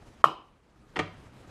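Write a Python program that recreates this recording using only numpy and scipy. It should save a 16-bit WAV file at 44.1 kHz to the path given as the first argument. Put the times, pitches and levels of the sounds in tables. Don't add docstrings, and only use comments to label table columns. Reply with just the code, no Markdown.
import sys
import numpy as np
from scipy import signal
from scipy.io import wavfile

SR = 44100
rng = np.random.default_rng(int(sys.argv[2]) if len(sys.argv) > 2 else 0)


def file_out(sig):
    cols = np.atleast_2d(sig).T
    lim = np.clip(cols, -1, 1)
    pcm = np.round(lim * 32767).astype(np.int16)
    wavfile.write(sys.argv[1], SR, pcm)


def boost_factor(decibels):
    exponent = np.asarray(decibels, float) / 20
    return 10 ** exponent


N = 66150


def rms_one(x):
    return x / np.sqrt(np.mean(x ** 2) + 1e-20)


def in_time(rows):
    return np.interp(np.arange(N) / SR, *np.transpose(rows))


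def at_hz(points, hz):
    table_hz, value = np.transpose(points)
    return np.interp(np.log(hz), np.log(table_hz), value)


def filtered(x, order, hz, kind):
    return signal.sosfilt(signal.butter(order, hz, kind, fs=SR, output="sos"), x)


def drift(rate_hz):
    hop = 40
    pole = np.exp(-2 * np.pi * rate_hz * hop / SR)
    noise = rng.standard_normal(N // hop + 2002)
    slow = signal.lfilter([1], [1, -2 * pole, pole ** 2], noise)[2000:]
    return np.interp(np.arange(N) / hop, np.arange(len(slow)), rms_one(slow))


def noise_bands():
    edges = 20 * 2 ** (np.arange(30) / 3)
    white = rng.standard_normal((2, N + SR))
    bands = []
    for k, (low, high) in enumerate(zip(edges, edges[1:])):
        settled = filtered(white[k % 2], 2, [low, high], "band")[SR:]
        bands.append((np.sqrt(low * high), settled))
    return bands


def strike(times, db, modes, alternate=0):
    out = np.zeros(N)
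    for k, (hz, level_db, t60) in enumerate(modes):
        clicks = np.full(N, 1e-18)
        sign = np.cos(np.pi * k * alternate)
        clicks[np.round(times * SR).astype(int)] = boost_factor(db[:, k] + level_db) * sign
        r = boost_factor(-60 / (t60 * SR))
        w = 2 * np.pi * hz / SR
        out += signal.lfilter([0, np.sin(w)], [1, -2 * r * np.cos(w), r * r], clicks)
    return out


def cracks(times, db, decay_s, dull_above_hz):
    clicks = np.full(N, 1e-18)
    clicks[np.round(times * SR).astype(int)] += boost_factor(db)
    envelope = signal.lfilter([1], [1, -np.exp(-1 / (decay_s * SR))], clicks)
    puff = envelope * rng.standard_normal(N)
    return signal.lfilter([1], [1, -np.exp(-2 * np.pi * dull_above_hz / SR)], puff)


def soft(x, contact_s):
    push = np.hanning(int(contact_s * SR) + 3)
    x = np.convolve(x, push / push.sum())[:N]
    return filtered(x, 2, 260, "high")


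# pitch_hz [Hz], level_db [dB per Hz]
HUM_COLOUR = [(20, -4.5), (40, 0.5), (100, 0.5), (274, -6), (325, -8), (900, -14.5), (1540, -18.5),
              (9000, -36), (15400, -51)]
# start_s [s], level_db [dB]
HUM_SWELL_DB = [(0, -1.33), (1.1, 1.14), (1.3, -0.04), (1.5, 3.5)]
HUM_DB, HUM_PATCHY_DB = -54, 1.5


def hum():
    shared = drift(9)
    air = np.zeros(N)
    for hz, band in noise_bands():
        patchy_db = HUM_PATCHY_DB * (shared + drift(13))
        air += boost_factor(at_hz(HUM_COLOUR, hz) + patchy_db) * band
    return boost_factor(HUM_DB + in_time(HUM_SWELL_DB)) * rms_one(air)


# pitch_hz [Hz], t60_s [s]
TAIL_T60 = [(60, 0.67), (250, 0.39), (1000, 0.42), (2000, 0.38), (3200, 0.42), (6000, .28), (12000, .2)]
# pitch_hz [Hz], level_db [dB]
TAIL_COLOUR = [(60, -6.5), (250, -1.1), (600, -3), (1100, 1.3), (2000, 1.3), (3200, 0.4), (6000, -3.84),
               (12000, -5.5)]
TAIL_DB, TAIL_ONSET_S = -42, 0.0069


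def room(x):
    t = np.arange(N) / SR
    tail = np.zeros(N)
    for hz, band in noise_bands():
        tail += boost_factor(at_hz(TAIL_COLOUR, hz) - 60 * t / at_hz(TAIL_T60, hz)) * band
    onset = 1 - np.exp(-(t / TAIL_ONSET_S) ** 2)
    return signal.fftconvolve(x, boost_factor(TAIL_DB) * tail * onset)[:N]


# delay_s [s], level_db [dB]
WALL_ECHOES = [(.0132, -24), (.0148, -15.5), (.0290, -32.5), (.0432, -25.5), (.0580, -33), (.0720, -32.5),
               (.0870, -37)]


def flutter(x):
    delay_s, db = np.transpose(WALL_ECHOES)
    echoes = np.zeros(N)
    echoes[(delay_s * SR).astype(int)] = boost_factor(db)
    return filtered(signal.fftconvolve(x, echoes)[:N], 1, [680, 1600], "band")


# start_s [s], level_db [dB]
FINGER_TAPS = [
    (.76, -60),
    (.822, -62),
    (.835, -58),
    (1.36, -85),
    (1.445, -53),
]
# pitch_hz [Hz], level_db [dB], t60_s [s]
FINGER_MODES = [(311.5, 2, 0.097), (1245, -2.5, 0.095), (706, -4.5, 0.051)]


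def fingers():
    s, db = np.transpose(FINGER_TAPS)
    return filtered(strike(s, np.tile(db[:, None], len(FINGER_MODES)), FINGER_MODES), 2, 2500, "low")


# pitch_hz [Hz], level_db [dB], t60_s [s]
FRAME_MODES = [(98.4, -4.5, .5), (146.9, -1.5, 0.18), (167, -4, 0.28), (325, -5, .4)]


def frame(s, db, share_db):
    ring = strike(s, db[:, None] + np.array(share_db), FRAME_MODES, alternate=1)
    ring = filtered(ring, 2, [85, 500], "band")
    rise_s = 0.026
    return ring * np.clip((np.arange(N) / SR - s[0]) / rise_s, 0, 1) ** 2


# start_s [s], level_db [dB], low_modes_db [dB], tick_db [dB]
HINGE_KNOCKS = [(0.9585, -30, -8.5, -4), (0.9605, -27.5, -15, -8), (0.9627, -27.5, -11, -8),
                (.9638, -28.5, 5, 1), (0.9675, -25, -2.5, -5), (.9690, -24, -6.5, -7.5),
                (0.9719, -27, 0, -9), (.9800, -39, 15, 6), (0.9905, -19, -14.5, 2.5),
                (.9923, -20, -8, -1.5), (0.9938, -22.5, 3, -4.5), (.9960, -20, -2.5, -10),
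                (0.9976, -22.5, -0.5, -17), (0.9993, -20.5, -5, -9.5), (1.0027, -26.5, -0.3, -11),
                (1.007, -36, 15.5, -12), (1.0083, -32, 4, 0.5), (1.079, -39.5, -0.7, -7)]
# pitch_hz [Hz], level_db [dB], t60_s [s]
PLATE_MODES = [(306, -1.5, 0.074), (443.2, 0.5, 0.076), (724, -6, 0.039), (883, 1.5, 0.013),
               (1215, 0, 0.023), (1380, 1.5, 0.0081), (1916, 1.5, 0.016), (2287, -2, 0.025),
               (2700, -3, 0.008), (3120, 0, 0.011), (3490, -7, 0.013), (4320, -10, 0.0091)]
KNOCK_TO_FRAME = [-4.5, -7.5, 1.5, -13.5]
TICK_DB, TICK_DECAY_S, TICK_DULL_HZ = -14.5, 0.0032, 1400


def unfold():
    s, db, low_db, tick_db = np.transpose(HINGE_KNOCKS)
    low = np.array(PLATE_MODES)[:, 0] < 600
    spread_db = 3 * rng.standard_normal((len(s), len(PLATE_MODES)))
    mode_db = db[:, None] - 7 + low_db[:, None] * low + spread_db
    ring = soft(strike(s, mode_db, PLATE_MODES, alternate=1), 0.00018)
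    ticks = cracks(s, db + tick_db + TICK_DB, TICK_DECAY_S, TICK_DULL_HZ)
    ticks = soft(filtered(ticks, 2, 7800, "low"), 0.00008)
    return ring, ticks, frame(s, db + low_db - 8, KNOCK_TO_FRAME)


# start_s [s], level_db [dB]
SNAP_HITS = [
    (0.2411, -2),
    (0.2428, -6),
    (0.2434, -13),
    (0.2456, -12.5),
]
# pitch_hz [Hz], level_db [dB], t60_s [s]
SHELL_MODES = [(679, -16.5, 0.024), (1077, -6, 0.017), (1196, 5, .014), (1470, -14, .012),
               (1860, -15, 0.019)]
# pitch_hz [Hz], level_db [dB], t60_s [s]
SIDE_MODES = [(268, -6.5, 0.01503), (450, -2, .012), (638.7, -2.5, 0.011), (806, -2.5, 0.017),
              (1010, -4, 0.022), (1123.5, -3, 0.024), (1186.4, -6, 0.026), (1374, -14, .012),
              (1874, -17.5, .006), (2370, -24, 0.0067), (2930, -9.5, 0.02), (3260, -26, 0.01)]
# pitch_hz [Hz], level_db [dB], t60_s [s]
RIM_MODES = [(2408, -35.5, .012), (2935, -29.5, .012), (3220, -21.5, 0.031), (4000, -38, 0.035),
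             (5467, -38, 0.03), (7400, -52.5, .012), (9100, -48.5, .01), (11120, -55.5, .012)]
SNAP_TO_FRAME = [-20, 3.5, -8, 0.5]
CRACK_DB, CRACK_DECAY_S, CRACK_DULL_HZ = -31.5, 0.0038, 2494
AIR_PUSH_S, AIR_PUSH_DB = 0.003, -27


def snap():
    s, db = np.transpose(SNAP_HITS)
    body = soft(-strike(s, np.tile(db[:, None], len(SHELL_MODES)), SHELL_MODES), 0.00051)
    body = filtered(body, 2, 700, "high")
    sides = strike(s[:1], np.tile(db[:1, None], len(SIDE_MODES)), SIDE_MODES, alternate=0.99)
    rim_db = db[:, None] + 2.5 * rng.standard_normal((len(s), len(RIM_MODES)))
    rim = soft(strike(s, rim_db, RIM_MODES, alternate=1), 0.00003)
    crack = soft(cracks(s, db + CRACK_DB, CRACK_DECAY_S, CRACK_DULL_HZ), 0.00003)
    phase = np.clip((np.arange(N) / SR - s[0]) / AIR_PUSH_S, 0, 1)
    push = boost_factor(AIR_PUSH_DB) * np.sin(np.pi * phase) ** 2
    boom = frame(s[:1], db[:1] - 31.5, SNAP_TO_FRAME)
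    return body + push + rim, soft(sides, 0.00027), crack, boom


# start_s [s], level_db [dB]
RECORDER_GAIN = [(0, 2), (.219, 1.5), (.226, -9), (.3, -3), (.55, -10), (.75, -7.5), (.95, -3.5),
                 (1.15, -0.5), (1.5, 2)]


def recorder_gain():
    return boost_factor(in_time(RECORDER_GAIN))


def scene():
    clack, sides, crack, boom = snap()
    knocks, ticks, thump = unfold()
    direct = clack + crack + knocks + ticks + fingers()
    to_room = sides + boost_factor(10.5) * crack + boost_factor(-0.4) * (knocks + boost_factor(8) * ticks)
    hits = direct + flutter(direct) + room(to_room) + boom + thump
    return (hits / recorder_gain() + hum())[None]


def band_limit(x):
    return signal.sosfilt(signal.butter(12, 15590, fs=SR, output="sos"), x)


def record(dry):
    clip_top = 2.6
    x = clip_top * np.tanh(dry * recorder_gain() / clip_top)
    x = signal.sosfilt(signal.cheby2(12, 70, 15500, fs=SR, output="sos"), x)
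    return band_limit(x)


dry = scene()
out = record(dry)
file_out(out)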